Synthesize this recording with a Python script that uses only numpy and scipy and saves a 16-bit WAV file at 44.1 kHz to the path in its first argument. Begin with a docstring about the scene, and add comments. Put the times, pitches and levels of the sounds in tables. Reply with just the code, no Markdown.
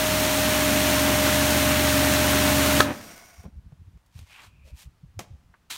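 """Pressure washer in a paved yard

A jet of water roars and hisses on a wall, the pump motor hums, and the nozzle throbs faster as the
pressure builds. The trigger valve snaps shut, a switch clicks the motor off and the last water fizzles
out of the lance, the long spray tube. Then the lance is lowered: soft handling thumps, rustling
sleeves, a clack and a shoe scraping on the paving."""
import sys
import numpy as np
from scipy import signal
from scipy.fft import rfft, irfft, next_fast_len
from scipy.io import wavfile
from scipy.ndimage import map_coordinates

SR = 44100
rng = np.random.default_rng(int(sys.argv[2]) if len(sys.argv) > 2 else 0)


def unload_audio(sound):
    """Save the sound as a 16-bit wav file, at the path given as the first command line argument."""
    columns = np.transpose(np.atleast_2d(sound))
    # keep every value between -1 and 1, then stretch to whole-number steps
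    steps = np.round(np.clip(columns, -1, 1) * 32767)
    wavfile.write(sys.argv[1], SR, steps.astype(np.int16))


N = 254456
T = np.arange(N) / SR
SHUT_S, STOP_S = 2.808, 2.92  # the valve closes, the motor cuts out


def amp(db):
    """Turn decibels into a gain."""
    return 10 ** (np.asarray(db) / 20)


def unit(x):
    """Scale a signal to an average (rms) level of 1."""
    return x / np.sqrt(np.mean(x ** 2) + 1e-20)


def along(points, hz):
    """Read between (frequency, value) points, with octaves evenly spaced."""
    freqs, values = np.transpose(points)
    return np.interp(np.log(hz + 1), np.log(freqs + 1), values)


def wobble(rate):
    """A smooth random curve through `rate` new values a second."""
    return map_coordinates(rng.standard_normal(int(N * rate / SR) + 4), [T * rate])


def filtered(x, response):
    """Turn each frequency in x up or down by the gain response(hz)."""
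    size = next_fast_len(N + SR // 4)
    return irfft(rfft(x, size) * response(np.fft.rfftfreq(size, 1 / SR)), size)[..., :N]


def coloured(x, colour, tilt_db=0, dull_hz=SR):
    """Give x a tone colour, add tilt_db per octave above 500 Hz and muffle it above dull_hz."""
    def response(hz):
        level_db = along(colour, hz) + tilt_db * np.log2(np.maximum(hz, 500))
        return unit(amp(level_db) / np.hypot(1, (hz / dull_hz) ** 6))
    return filtered(x, response)


def noise(colour, tilt_db=0, dull_hz=SR):
    """Steady noise with a tone colour, at level 1."""
    return unit(coloured(rng.standard_normal(N), colour, tilt_db, dull_hz))


def dying(start, fade_s):
    """Stay at 1 until start, then fall 60 dB every fade_s seconds."""
    return np.exp(-np.log(1000) * np.maximum(T - start, 0) / fade_s)


def tones(hz, multiples, drift):
    """Tones at multiples of one rate, each drifting a little out of step."""
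    turn = 2 * np.pi * np.cumsum(hz) / SR
    return np.sqrt(2) * sum(amp(db) * np.sin(k * turn + drift * wobble(10) + rng.uniform(0, 2 * np.pi))
                            for k, db in multiples)


def missing_pressure(build_s=.57):
    """How much pressure the hose still lacks: 1 at the start, settling to 0."""
    return np.exp(-T / build_s)


# Tones of the throbbing nozzle: multiple of the throb rate, level/dB
THROB_TONES = [(1, 0.5), (1.61, -3), (2.6, -16.5)]
# Tone colour of spray hitting the wall, also used for the pump's rattle and rumble: f/Hz, level/dB
ROAR_COLOUR = [(25, -24), (60, -3.5), (140, 0), (195, 9.5), (260, 4), (340, 3), (450, -6), (560, -2),
               (850, 0.5), (1200, -2), (1500, 0), (2150, -1.5), (2900, -4), (5000, -35.5)]
# Tone colour of the fine drops: f/Hz, level/dB
HISS_COLOUR = [(1500, -28.5), (2500, -6), (3200, 0), (4100, 0), (4950, -4.5), (5500, -2), (6700, -2.5),
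               (7700, -5.5), (9000, -3.5), (9900, -5), (10450, -10.5), (11200, -6), (13500, -6),
               (16000, -8)]
def jet():
    """The nozzle's throb, the roar on the wall and the hiss of drops all grow with the pressure."""
    missing = missing_pressure()
    throb_hz = 76.8 - 19.8 * missing
    throb = amp(-32 - 9.5 * missing) * tones(throb_hz, THROB_TONES, drift=.16) * dying(SHUT_S, .25)
    pulsing = 1 + .08 * np.sin(2 * np.pi * np.cumsum(throb_hz) / SR)
    roar = amp(-24.5 - 3 * missing + .45 * wobble(14)) * noise(ROAR_COLOUR)
    hiss = amp(-25.5 - 1.74 * missing + .3 * wobble(18) + .7 * wobble(600)) * noise(HISS_COLOUR)
    spray = pulsing * (roar * dying(SHUT_S, .2) + hiss * dying(SHUT_S, .21))
    # the wall throws the sound back, by a path that shifts as the hand sways
    delay_s = .0075 + .00005 * wobble(1.5)
    return throb + spray + .12 * map_coordinates(spray, [(T - delay_s) * SR])


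# Hum of the pistons: multiple of the motor's turning rate, level/dB
PISTON_TONES = [(3, -12), (5, -11.5), (6, 0.5), (7, -14.5), (11, -20.5), (12, -12.5), (17, -20),
                (24, -18.5)]
def pump(fan_blades=13, mains_hz=100):
    """Pistons, fan and mains hum. The motor slows under load, stalls at the shut valve and cuts out."""
    missing = missing_pressure()
    stalled_s = np.clip(T - SHUT_S, 0, .2)
    motor_hz = 46.79 + missing - 11 * stalled_s
    piston_gain = amp(-31.5 - 5 * missing + 1.3 * wobble(16)) * dying(SHUT_S, 1.2)
    pistons = piston_gain * tones(motor_hz, PISTON_TONES, drift=.14)
    fan = amp(-27.5 - 109.5 * stalled_s) * tones(motor_hz, [(fan_blades, 0)], drift=.08)
    mains = amp(-42) * tones(np.full(N, mains_hz), [(1, 0)], drift=.2)
    # the pistons strain against the shut valve for a moment
    rattle = amp(-30) * noise(ROAR_COLOUR, tilt_db=-3.5) * np.clip((T - SHUT_S) / .07, 0, 1)
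    # the motor coasts to rest with a low rumble
    coasting = amp(-38) * noise(ROAR_COLOUR, dull_hz=290) * (T > STOP_S) * dying(STOP_S, .63)
    return (pistons + fan + mains + rattle) * dying(STOP_S, .088) + coasting


# Tone colour of faraway outdoor noise: f/Hz, level/dB
DISTANT_COLOUR = [(25, 1.5), (100, 1.5), (300, -3), (470, -7.5), (1100, -6), (2400, -12), (4900, -16.5),
                  (15500, -26)]
# Tone colour of air or a hand brushing the microphone: f/Hz, level/dB
RUMBLE_COLOUR = [(15, -18.5), (30, -4.5), (70, 5.5), (180, -8), (300, -23), (700, -46.5), (2000, -90.5)]
def outdoors():
    """A faint faraway wash, and light air on the microphone."""
    return amp(-69) * noise(DISTANT_COLOUR) + amp(-66 + 2.2 * wobble(25)) * noise(RUMBLE_COLOUR)


def cracks(hits, colour):
    """Each hit on plastic is a burst of noise that dies away quickly."""
    out = np.zeros(N)
    for start, db, fade_s, tilt in hits:
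        burst = rng.standard_normal(N) * (T >= start) * dying(start, fade_s)
        out += amp(db - 5.5) * coloured(burst, colour, tilt)
    return out


# Hard hits inside the valve: t/s, level/dB, fade time/s, brightness/(dB per octave)
VALVE_CLACKS = [(2.8015, -9.5, .012, -2.5), (2.8049, 3, .016, -2), (2.8225, -14.5, .012, -3)]
# Tone colour of the valve: f/Hz, level/dB
VALVE_COLOUR = [(100, -16.5), (450, -10), (800, -14.5), (1080, -5), (1270, -1), (1700, -3), (2300, -12),
                (4400, -7.5), (7000, -16.5), (15000, -22.5)]
# Ringing notes of the spray gun's shell: f/Hz, level/dB, fade time/s
SHELL_NOTES = [(1280, -10, 0.07), (1420, -14.5, 0.035), (1744, -12, .03)]
def trigger():
    """The valve chatters shut, and its hardest hit rings the plastic shell."""
    hardest_s = VALVE_CLACKS[1][0]
    since = np.maximum(T - hardest_s, 0)
    ring = sum(amp(db) * np.sin(2 * np.pi * hz * since) * dying(hardest_s, fade_s)
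               for hz, db, fade_s in SHELL_NOTES)
    return cracks(VALVE_CLACKS, VALVE_COLOUR) + ring


def ringing_noise(peaks):
    """Noise gathered around a few pitches, each given as (frequency, width, level)."""
    def response(f):
        return sum(amp(db) / (1 + ((f - hz) / width) ** 2) for hz, width, db in peaks)
    return unit(filtered(rng.standard_normal(N), response))


# Tone colour of the last thin stream: f/Hz, level/dB
FIZZLE_COLOUR = [(200, -0.5), (300, -4.5), (650, -1.5), (1700, -2), (2500, -4), (3900, -8.5), (5800, -5.5),
                 (7500, -10.5), (9400, -9), (9900, -14), (10900, -14.5), (11900, -9.5), (14000, -13.5),
                 (16000, -13.5)]
# Notes at which the lance rings like a pipe: f/Hz, width/Hz, level/dB
PIPE_NOTES = [(684, 50, 8.5), (1100, 40, 1.5), (1480, 30, 4.5), (2180, 140, 2.5), (4930, 50, -4),
              (5680, 110, 3.5), (6300, 70, -2.5), (6900, 70, -4), (7470, 60, -8), (8810, 110, -7),
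              (9350, 120, -4), (12100, 120, -7)]
def fizzle(rise_s=.087, hold_s=.18, fall_db_per_s=37, empty_s=3.44):
    """The last pressure pushes out a spitting stream that swells, dwindles and runs dry."""
    since = T - SHUT_S
    level_db = -44 - fall_db_per_s * np.maximum(since - rise_s - hold_s, 0)
    flow = np.clip(since / rise_s, 0, 1) * dying(empty_s, .2)
    hollow = ringing_noise(PIPE_NOTES)
    # the emptier the lance, the more its notes stand out
    emptiness = np.clip(since / .47, 0, 1)
    stream = amp(-.5 - 3.5 * emptiness) * noise(FIZZLE_COLOUR) + amp(-3.5) * emptiness * hollow
    return flow * amp(level_db + 1.5 * wobble(300)) * stream


# The pressure switch's click (first row), then lance and hose knocks:
# t/s, level/dB, fade time/s, brightness/(dB per octave)
CLICK_AND_KNOCKS = [(2.907, -18.5, .05, -5.5), (3.44, -41.5, .08, -4.5), (3.454, -37, 0.085, -6.5),
                    (3.722, -46, .035, -4.5), (3.974, -54, 0.02, -1), (4.062, -58, 0.043, 3),
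                    (4.191, -35.5, 0.01, 3), (4.439, -50, 0.0166, 0.5), (5.192, -21, 0.03, 0.5),
                    (5.202, -33, 0.13, -.5)]
# Tone colour of the click and the knocks: f/Hz, level/dB
PLASTIC_COLOUR = [(88, -18.5), (150, 2.5), (373, -8), (860, -4), (1220, -11.5), (2360, -12.5), (3620, -17),
                  (6470, -16.5), (10700, -24), (15500, -27.5), (17000, -45)]
def switch_and_lance():
    """The pressure switch gives a dull click as the motor cuts out, then the lance and hose knock."""
    return cracks(CLICK_AND_KNOCKS, PLASTIC_COLOUR)


# Soft bumps of the hand: t/s, level/dB, f/Hz
HAND_BUMPS = [(3.398, -39, 72), (3.46, -35, 170), (3.484, -39.5, 207), (3.58, -41, 63.6),
              (3.729, -41.5, 142), (3.817, -39.5, 82), (3.885, -43, 90.8), (4.164, -39.5, 115.5),
              (4.193, -34.5, 84), (4.227, -35.5, 80), (4.479, -44.5, 95), (4.655, -43, 75),
              (4.736, -37.5, 60), (4.876, -42, 60), (5.042, -39, 156), (5.057, -39, 60), (5.179, -34.5, 95),
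              (5.316, -38, 100), (5.347, -38.5, 76)]
def thumps(half_length_cycles=1.12):
    """Each bump rocks the microphone for a swing or two, over a faint rubbing."""
    out = np.zeros(N)
    rub = noise(RUMBLE_COLOUR, tilt_db=2)
    for middle, db, hz in HAND_BUMPS:
        near = abs(T - middle) < .1
        cycles = (T[near] - middle) * hz
        rocking = np.sin(2 * np.pi * cycles + rng.uniform(0, 2 * np.pi))
        out[near] += amp(db) * np.exp(-(cycles / half_length_cycles) ** 2) * (rocking + .35 * rub[near])
    return out


# Times when the grip shifts: start t/s, end t/s, level/dB
GRIP_SHIFTS = [(3.42, 3.99, -52.5), (4.427, 4.964, -55.5), (5.05, 5.53, -56)]
def grip(fade_s=.027):
    """Small random jolts rumble in the microphone while the hand shifts its hold."""
    effort = sum(amp(db) * np.clip(np.minimum(T - start, end - T) / fade_s, 0, 1)
                 for start, end, db in GRIP_SHIFTS)
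    jolts = unit(amp(4.6 * wobble(30)))
    return effort * jolts * noise(RUMBLE_COLOUR)


def swell(middle, half_length):
    """A bell-shaped rise and fall, loudest at the time `middle`."""
    return np.exp(-((T - middle) / half_length) ** 2)


# Swishes of a sleeve: t/s, level/dB, half length/s, brightness/(dB per octave)
SLEEVE_SWISHES = [(4.19, -57.5, 0.048, -1.5), (4.357, -56.5, 0.1, -2.5), (4.44, -52.5, 0.037, -2.5),
                  (4.685, -60.5, 0.032, -1.5), (4.806, -51, 0.039, -0.5)]
# Tone colour of the fabric: f/Hz, level/dB
CLOTH_COLOUR = [(300, -33), (600, -11), (950, -4), (1400, -8), (2400, -0.5), (3500, -1), (7000, -4),
                (9300, -5), (10500, -9.5), (12000, -7), (15500, -12), (17000, -40)]
def sleeves():
    """Smooth fabric slides over itself as the arm comes down."""
    fibres = unit(amp(2 * wobble(400)))
    return fibres * sum(amp(db) * swell(middle, half_length) * noise(CLOTH_COLOUR, tilt)
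                        for middle, db, half_length, tilt in SLEEVE_SWISHES)


# Scrapes of a shoe: t/s, level/dB, rise time/s, fade time/s, muffled above f/Hz
SHOE_SCRAPES = [(4.28, -51, 0.12, .24, 3100), (4.41, -53.5, 0.031, .15, 1800),
                (5.538, -51.5, 0.0044, 0.078, 1890), (5.698, -34, 0.0091, 0.51, 17000)]
# Tone colour of the grit: f/Hz, level/dB
GRIT_COLOUR = [(180, -21), (300, -12), (500, -21), (700, -11), (1030, -4), (1700, -6), (2400, -3.5),
               (4070, -0.5), (4900, -8), (6150, -6), (15500, -16)]
def shoe():
    """The sole drags grit across the paving stones."""
    grains = unit(amp(1.9 * wobble(700)))
    out = np.zeros(N)
    for start, db, rise_s, fade_s, dull_hz in SHOE_SCRAPES:
        drag = np.clip((T - start) / rise_s, 0, 1) * dying(start + rise_s, fade_s)
        out += amp(db) * drag * noise(GRIT_COLOUR, dull_hz=dull_hz)
    return grains * out


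# Faint rubs: t/s, half length/s, level/dB, f/Hz, width/Hz
THIN_RUBS = [(4.36, 0.066, -54, 2500, 600), (4.624, .2, -69, 2520, 200), (4.685, .028, -60, 544, 90)]
def rubs():
    """Something rubs with a thin hiss around one pitch, swelling and fading."""
    return sum(amp(db) * swell(middle, half_length) * ringing_noise([(hz, width, 0)])
               for middle, half_length, db, hz, width in THIN_RUBS)


# How long the yard echoes at each pitch: f/Hz, fade time/s
ECHO_TIMES = [(100, .5), (250, 0.76), (600, 0.68), (2000, 0.55), (5000, 0.54), (14000, 0.2)]
def yard(x):
    """The walls answer with a short, blurred echo whose highest notes die first."""
    hz, t, spectrum = signal.stft(rng.standard_normal(SR * 3 // 4), SR, nperseg=256)
    fade = np.exp(-np.log(1000) * t / along(ECHO_TIMES, hz)[:, None])
    _, tail = signal.istft(spectrum * fade, SR, nperseg=256)
    delayed = np.pad(x, (SR // 200, 0))  # 5 ms
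    return signal.fftconvolve(delayed, tail / np.linalg.norm(tail))[:N]


def scene():
    """Everything reaches one microphone, the same in both channels."""
    hits = trigger() + switch_and_lance()
    washer = jet() + pump()
    quiet_sounds = fizzle() + sleeves() + rubs() + shoe()
    echo = yard(amp(-19.5) * washer + amp(-18) * hits + amp(-24) * quiet_sounds)
    mono = washer + hits + quiet_sounds + echo + thumps() + grip() + outdoors()
    return np.array([mono, mono])


def record(dry):
    """The loudest peaks are rounded off and the very highest treble is cut."""
    ceiling, top_hz = .72, 15850
    rounded = dry / (1 + np.abs(dry / ceiling) ** 6) ** (1 / 6)
    return filtered(rounded, lambda hz: np.clip((top_hz - hz) / 200 + .5, 0, 1))


dry = scene()
out = record(dry)
unload_audio(out)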